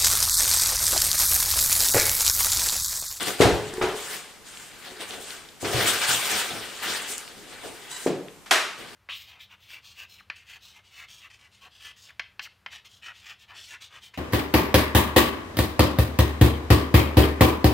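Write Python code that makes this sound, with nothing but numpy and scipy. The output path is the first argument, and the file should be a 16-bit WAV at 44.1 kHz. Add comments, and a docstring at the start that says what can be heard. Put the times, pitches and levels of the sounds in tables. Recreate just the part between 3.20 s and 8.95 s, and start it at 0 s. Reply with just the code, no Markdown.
"""Foam insert dragged out of a carton.

A polystyrene insert rasps along the walls of a big cardboard carton in a bare workshop: filtered tiny slips.
It bumps the carton, which booms like a drum: a flexing panel, a noise thud and decaying modes.
The hollow slab rings when knocked; bead and wrap snaps and hard slaps are filtered noise bursts.
Things are put down beside the box: a short squeaky rustle (wavering harmonics), a dull thud, a sharp slap.
"""
import sys
import numpy as np
from scipy import signal
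from scipy.fft import rfft, irfft, next_fast_len
from scipy.io import wavfile

SR = 44100
rng = np.random.default_rng(int(sys.argv[2]) if len(sys.argv) > 2 else 0)


def transcribe(u):
    """Save the signal u as a 16-bit wav file named by the first command-line argument.

    u: samples, shape (n,) or (channels, n), limited to [-1, 1]; the rate is SR.
    q: integer samples, one column per channel.
    """
    v = np.clip(np.atleast_2d(u).T, -1, 1)
    q = np.round(v * 32767).astype(np.int16)
    wavfile.write(sys.argv[1], SR, q)


N = 253575
TIME = np.arange(N) / SR
TAIL = TIME[:SR]


def from_db(db):
    """Decibels to amplitude gain."""
    return np.exp(np.asarray(db) * np.log(10) / 20)


def rms_one(x):
    """Scale to rms 1."""
    return x / np.sqrt(np.mean(x ** 2) + 1e-20)


def at_hz(points, hz):
    """Interpolate a table on a log-frequency axis."""
    f, value = np.transpose(points)
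    return np.interp(np.log(np.maximum(hz, 1)), np.log(f), value)


def cut(x, hz, kind, order=2):
    """Butterworth filter."""
    sos = signal.butter(order, np.clip(hz, 10, .45 * SR), kind, fs=SR, output="sos")
    return signal.sosfilt(sos, x + 1e-18)


def coloured(x, spectrum, size=4096):
    """Minimum-phase filter with the given spectrum, by folding the cepstrum."""
    level_db = at_hz(spectrum, np.fft.rfftfreq(size, 1 / SR))
    cepstrum = irfft(np.log(from_db(level_db)))
    cepstrum[1:size // 2] *= 2
    cepstrum[size // 2 + 1:] = 0
    impulse = irfft(np.exp(rfft(cepstrum)))
    return signal.fftconvolve(x, impulse[None])[:, :x.shape[1]]


def drift(per_s):
    """Random knots joined by lines, spread 1."""
    knots = rng.standard_normal(N // 20)
    return np.interp(TIME * per_s, np.arange(len(knots)), knots) * np.sqrt(3 / 2)


def add(out, s, sound):
    """Mix a stereo sound in at time s."""
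    i = max(round(s * SR), 0)
    out[:, i:i + sound.shape[1]] += sound[:, :N - i]


def diffuse(size, width):
    """White stereo noise with the given width."""
    mid, side = rng.standard_normal((2, 1, size))
    return mid + coloured(side, width) * [[1], [-1]]


# workshop reverberation [f/Hz, t60/s]
ROOM_T60 = [(80, 0.84), (210, 0.56), (560, 0.56), (1500, 0.59), (3900, 0.55), (10000, 0.44), (16000, 0.39)]
# stereo width of blows [f/Hz, side re mid level/dB]
BLOW_WIDTH = [(30, 12.5), (120, -20), (250, -8.5), (600, -15), (1000, -12), (2000, -9), (4000, -4.5),
              (8000, -20.5), (14000, -7.5)]


def workshop(direct_db, build_s, contact_s=0.0015, width=BLOW_WIDTH):
    """Contact at a new spot: a short direct burst, then reflections that build up and die octave by octave."""
    white = diffuse(SR, width)
    noise = rfft(white)
    hz = np.fft.rfftfreq(SR, 1 / SR)
    centres = 125 * 2 ** np.arange(8)
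    tail = 0
    for centre in centres:
        octave = irfft(noise * np.interp(hz, centres, centres == centre), SR)
        tail = tail + octave * from_db(-60 * TAIL / at_hz(ROOM_T60, centre))
    tail *= 1 - np.exp(-TAIL / build_s)
    # reversed noise, so that the burst differs from the tail
    direct = white[:, ::-1] * np.exp(-np.minimum(TAIL / contact_s, 20))
    return (rms_one(tail) + from_db(direct_db) * rms_one(direct)) / np.sqrt(SR)


def ringing(modes, uneven_db=0.5, detune=0.01):
    """One blow sets every mode ringing, with a strength and tuning that depend on the grip."""
    total = 0
    for hz, db, t60_s in modes:
        envelope = from_db(db + uneven_db * rng.normal() - 60 * TAIL / t60_s)
        total = total + envelope * np.sin(2 * np.pi * hz * rng.normal(1, detune) * TAIL)
    return total


# stereo width of rubbing [f/Hz, side re mid level/dB]
RUB_WIDTH = [(30, 0), (120, -2), (250, -6), (500, -10), (1000, -11), (2000, -9), (4000, -6.5), (8000, -7.5),
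             (12000, -3.5)]


def slips(per_s, spread_db, clump_db, count=3):
    """Beads catch and let go at several spots: clumps of tiny uneven clicks, blurred by the room."""
    size_db = spread_db * np.minimum(rng.exponential(1, N), 3) + clump_db * np.tanh(drift(60))
    sizes = from_db(size_db) * rng.choice([-1, 1], N)
    clicks = sizes * (rng.random(N) < per_s / SR)
    spot = rng.integers(0, count, N)
    total = 0
    for k in range(count):
        path = workshop(direct_db=-3.0, build_s=0.0026, contact_s=0.00038, width=RUB_WIDTH)[:, :SR // 3]
        total = total + signal.oaconvolve((clicks * (spot == k))[None], path, axes=1)[:, :N]
    return rms_one(total)


def shifting(x, patchy_db=2.0, per_s=35):
    """The contact patch keeps changing, so each third of an octave swells and fades on its own."""
    size = next_fast_len(N)
    spectrum = rfft(x, size)
    hz = np.fft.rfftfreq(size, 1 / SR)
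    centres = 700 * 2 ** (np.arange(13) / 3)
    total = 0
    for centre in centres:
        band = irfft(spectrum * np.interp(hz, centres, centres == centre), size)[:, :N]
        total = total + band * from_db(patchy_db * drift(per_s))
    return total


SCRAPE_ATTACK_S, RELEASE_DB_PER_S = 0.025, 173


def held(start_s, end_s):
    """Envelope of a rub: it takes hold, stays, and dies away once the foam lets go."""
    attack = np.clip((TIME - start_s) / SCRAPE_ATTACK_S, 0, 1)
    return attack * from_db(-RELEASE_DB_PER_S * np.clip(TIME - end_s, 0, 1))


# steady slide of the foam along the carton [t/s, rasp level/dB]
SLIDE = [(0.1, -40), (0.5, -43.5), (0.85, -40), (1.05, -46.5), (1.2, -56.5), (1.55, -49), (2.0, -44.5),
         (2.2, -47), (2.37, -59), (2.621, -29.5), (3.2, -33), (3.52, -41), (3.85, -37), (4.15, -50),
         (4.55, -46.5), (4.84, -45)]
# scrapes, where an edge catches and is pulled on
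# [start t/s, length t/s, rasp level/dB, hiss re rasp level/dB, wall re rasp level/dB]
SCRAPES = [(-0.03, 0.049, -26, -6, 1.5), (.05, 0.033, -28.5, -1.5, -3.5), (0.181, 0.024, -31.5, -3, -1),
           (0.744, 0.14, -44, 3, -13), (0.883, 0.061, -35.5, 1, -10), (1.244, 0.22, -50, 1, -30),
           (1.632, 0.043, -43, -6, -15), (1.788, 0.021, -34.5, -5.5, -7.5), (1.87, 0.071, -42, -1.5, -1.5),
           (1.99, 0.063, -49.5, 5.5, -8), (2.055, 0.079, -43.5, 0, -11), (2.397, 0.022, -41, 3, -3.5),
           (2.43, .09, -34.5, -3.5, 4), (2.511, 0.15, -28.5, -4.5, -1.5), (2.652, 0.052, -24.5, -0.5, -20),
           (2.799, .05, -26.5, -5.5, -21), (2.864, 0.074, -24, -0.5, -16.5), (2.975, 0.13, -32, -1, -18),
           (3.086, 0.13, -28.5, -2.5, -13.5), (3.292, 0.13, -39.5, -8, 0), (3.61, .07, -30.5, -6.5, -12.5),
           (3.676, 0.088, -32, -3, -22), (3.864, 0.059, -42.5, 7, -22), (4.298, 0.056, -46.5, -13, -2.5),
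           (4.409, 0.065, -45, -3.5, 2.5), (4.69, 0.17, -47.5, 4.5, -24), (5.564, 0.095, -44.5, -7.5, -1.5),
           (5.662, .08, -46, -8.5, -5)]
SLIDE_HISS_DB = -4.5   # re rasp
SLIDE_WALL_DB, WALL_FOLLOWS = -22.5, 0.68   # the wall takes up only a share of the rasp's swing in dB


def contact():
    """Gains of rasp, hiss and wall: the steady slide and the scrapes add in power."""
    s, level_db = np.transpose(SLIDE)
    slide_db = np.interp(TIME, s, level_db)
    gains_db = [slide_db, slide_db + SLIDE_HISS_DB, WALL_FOLLOWS * slide_db + SLIDE_WALL_DB]
    power = (held(-1, s[-1]) * from_db(gains_db)) ** 2
    for start_s, length_s, rasp_db, hiss_db, wall_db in SCRAPES:
        gains_db = [[rasp_db], [rasp_db + hiss_db], [rasp_db + wall_db]]
        power += (held(start_s, start_s + length_s) * from_db(gains_db)) ** 2
    return np.sqrt(power)


# colour of foam on cardboard [f/Hz, level/dB]
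RASP = [(300, -24), (500, -2.5), (730, -2), (900, -1), (1150, 0), (1700, 2), (2400, 0), (3300, 0.5),
        (4600, -5), (5600, -8.5), (8300, -4.5), (9500, -11), (11000, -15), (13500, -7), (16000, -9.5)]
# colour of the rubbed carton wall [f/Hz, level/dB]
WALL = [(30, -27), (60, -14), (105, -7), (160, -17), (210, -3.5), (300, -6), (400, 2), (540, -3), (750, -3),
        (1300, -30.5)]


def rubbing(hiss_hz=5500, rasp_hz=560, fizz_hz=10500, fizz_db=0.0, fizz_growth=0.23):
    """Slips rasp, hiss and fizz in the foam; separate slips shake the carton wall."""
    foam = shifting(coloured(slips(per_s=2400, spread_db=2.0, clump_db=1.0), RASP))
    rasp = rms_one(cut(foam, [rasp_hz, hiss_hz], "band", order=3))
    hiss = from_db(0.5) * rms_one(cut(foam, [hiss_hz, fizz_hz], "band", order=3))
    fizz = rms_one(cut(foam, fizz_hz, "high", order=4))
    wall_slips = slips(per_s=900, spread_db=4.0, clump_db=8, count=2)
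    wall = from_db(0.5) * rms_one(coloured(wall_slips, WALL))
    rasp_gain, hiss_gain, wall_gain = contact()
    # hard strokes are the brightest
    top = hiss + from_db(fizz_db) * rasp_gain ** fizz_growth * fizz
    return rasp_gain * rasp + hiss_gain * top + wall_gain * wall


# colour of the workshop's still air [f/Hz, level/dB]
AIR = [(15, -22), (25, -6), (64, -5.5), (236, -1), (373, -1.5), (545, -6.5), (840, -5), (3080, -10.5),
       (4870, -14.5), (7920, -12), (11000, -18.5), (14400, -19), (16000, -46)]
AIR_DB = -51.5   # rms


def still_air():
    """Steady coloured noise, its side 2.5 dB wider than that of the rubbing."""
    noise = diffuse(N, np.array(RUB_WIDTH) + [0, 2.5])
    return from_db(AIR_DB) * rms_one(coloured(noise, AIR))


# single snaps of foam beads and plastic wrap [t/s, level/dB, centre f/Hz]
SNAPS = [(.030, 5, 8000), (0.539, -4, 8000), (0.913, -9, 5140), (1.372, -3, 3170), (1.908, 2, 3430),
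         (2.106, 1, 3940), (2.2882, -6.5, 3940), (3.98, 3, 7940), (4.078, -3, 3000), (5.084, -6.5, 2800)]


def snaps(snap_db=-9.5):
    """Small bright ticks close to the microphone: band-passed bursts, more direct than reverberant."""
    out = np.zeros((2, N))
    for s, level_db, centre_hz in SNAPS:
        tick = cut(workshop(direct_db=4.5, build_s=0.0012), [centre_hz / 1.53, centre_hz * 1.33], "band")
        add(out, s, from_db(snap_db + level_db) * tick)
    return out


# bumps against the carton
# [t/s, level/dB, lowest moved f/Hz, contact cut-off f/Hz, struck panel f/Hz, panel level/dB]
BUMPS = [(.2030, 1, 74, 815, 410, 6), (.250, -11, 52, 850, 104, 5), (0.319, -18.5, 45, 900, 61.6, 4),
         (0.6128, -11.5, 468, 1530, 943, 5), (0.62, -17, 45, 277, 212, -2), (2.429, -15, 75, 760, 537, -3),
         (2.544, -18.5, 62, 755, 112, 10.5), (2.626, -20.5, 52, 850, 705, 8),
         (2.889, -18.5, 80, 252, 105, -4), (3.334, -24.5, 129, 276, 184, 1), (3.66, -23, 172, 340, 244, -7),
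         (4.17, -31.5, 139, 390, 254, -2), (4.436, -31, 182, 1210, 805, 5),
         (4.8621, -8.5, 141, 607, 420, 6)]
# first touch and two rebounds of every bump [delay t/s, level/dB]
REBOUNDS = [(0, 0), (.015, -6), (.041, -6)]
# colour of a blow on cardboard [f/Hz, level/dB]
THUD = [(30, -8), (60, -6), (105, -1.5), (170, 3), (230, -3.5), (300, 6), (410, 7), (540, 4), (750, 3.5),
        (1200, -0.5), (3000, -1.5), (16000, -6)]
# carton modes [f/Hz, level/dB, t60/s]
CARTON = [(62, -7, 1.3), (107.2, 1, 0.48), (156.5, -18, 1.14), (201, -10.5, 0.69), (290.8, -3, 0.59),
          (340, -4, 0.41), (372.4, 1.5, 0.41), (420, 0.5, 0.69), (463, -8, 0.64), (580, -9, 0.55),
          (726, -6.5, 0.57), (828, -2, 0.44), (967, -0.5, 0.32)]


def bumps(thud_db=26, ring_db=-21, panel_db=-5, panel_cycles=8):
    """The struck panel flexes for a few cycles, thuds into the room and rings the carton."""
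    out = np.zeros((2, N))
    for s, level_db, low_hz, contact_hz, panel_hz, flex_db in BUMPS:
        cycles = panel_hz * TAIL
        flex = np.sin(2 * np.pi * cycles) * (1 - np.exp(-2 * cycles))
        flex *= from_db(-60 * np.minimum(cycles / panel_cycles, 2))
        for delay_s, rebound_db in REBOUNDS:
            thud = coloured(workshop(direct_db=-8.0, build_s=0.00065), THUD)
            blow = from_db(thud_db) * thud + from_db(ring_db) * ringing(CARTON)
            blow = cut(blow, contact_hz, "low", order=3)
            blow = cut(blow, low_hz, "high", order=4)
            bump = blow + from_db(panel_db + flex_db) * flex
            add(out, s + delay_s, from_db(level_db + rebound_db) * bump)
    return out


# hard slaps of foam and plastic [t/s, level/dB, cut-off f/Hz]
SLAPS = [(.208, -3.5, 12400), (.217, -4.5, 15300), (0.6147, -11.5, 3440), (.622, -14.5, 15000),
         (2.446, -14.5, 6000), (2.544, -15.5, 5000), (4.866, -18.5, 9500), (5.260, -28, 12360),
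         (5.3096, 1.5, 13200)]
# colour of a slap [f/Hz, level/dB]
SLAP = [(47, -87), (80, -39), (95, -46), (279, -10.5), (332, -10.5), (396, -3), (526, -10), (627, -3),
        (1010, -3.5), (1210, 0.5), (1440, -0.5), (1640, -0.5), (2660, -3.5), (8120, -12.5), (15000, -23.5)]


def slaps(slap_db=25):
    """Flat, hard contacts: a crack that is mostly heard as the ring of the room."""
    out = np.zeros((2, N))
    for s, level_db, top_hz in SLAPS:
        crack = coloured(workshop(direct_db=-7.5, build_s=0.00072, contact_s=0.011), SLAP)
        add(out, s, from_db(slap_db + level_db) * cut(crack, top_hz, "low"))
    return out


# knocks on the hollow foam slab [t/s, level/dB]
KNOCKS = [(0.535, -30.5), (0.581, -25.5), (0.613, -25.5), (0.638, -18), (.742, -31), (1.72, -40.5),
          (2.002, -43)]
# slab modes [f/Hz, level/dB, t60/s]
SLAB = [(375, -3, 0.33), (395, -14.5, 0.6), (432, -5, 0.32), (446, -20, 0.79), (748, -15, 0.48),
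        (850, -17.5, 0.46), (977, -14, 0.2)]


def knocks():
    """The slab answers a knock with one hollow note, a sum of decaying modes."""
    out = np.zeros((2, N))
    for s, level_db in KNOCKS:
        add(out, s, from_db(level_db) * cut(ringing(SLAB)[None], 940, "low"))
    return out


# squeaky slide [t/s, level/dB, slip rate f/Hz]
SQUEAK = [(4.68, -70, 980), (4.722, -48, 1000), (4.75, -53, 990), (4.782, -48, 1035), (4.81, -57, 1010),
          (4.835, -53, 995), (4.87, -74, 970)]


def squeak():
    """Stick and slip repeat about a thousand times a second, unevenly: a soft, hoarse stack of harmonics."""
    s, level_db, slip_hz = np.transpose(SQUEAK)
    rate_hz = np.interp(TIME, s, slip_hz) * (1 + .03 * drift(300))
    turns = np.cumsum(rate_hz) / SR
    harmonics_db = [-1, -1, -3, 1, -5, -10, -1, 3]
    tone = sum(from_db(db) * np.sin(2 * np.pi * k * turns) for k, db in enumerate(harmonics_db, 1))
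    envelope_db = np.interp(TIME, s, level_db, left=-120, right=-120) + 3 * drift(200)
    tone = rms_one(tone) * from_db(envelope_db)
    return signal.fftconvolve(tone[None], workshop(direct_db=7, build_s=0.0017))[:, :N]


# stereo lean, strongest to the left in the deep bass [f/Hz, left re right level/dB]
LEAN = [(30, 12.5), (120, -1), (400, 1), (1000, 0.7), (2000, 1.3), (4000, 1), (14000, -0.5)]


def scene():
    """Sum the handling sounds and the still air, then lean the mix by opposite left and right filters."""
    left, right = rubbing() + still_air() + snaps() + bumps() + slaps() + knocks() + squeak()
    half_lean = np.array(LEAN) * [1, .5]
    return np.vstack([coloured(left[None], half_lean), coloured(right[None], half_lean * [1, -1])])


CUTOFF_HZ = 15600


def record(dry):
    """Round the highest peaks by soft saturation and cut the top with a steep elliptic low-pass."""
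    rounded = dry / (1 + dry ** 6) ** (1 / 6)
    return signal.sosfilt(signal.ellip(12, .1, 90, CUTOFF_HZ, fs=SR, output="sos"), rounded)


dry = scene()
out = record(dry)
transcribe(out)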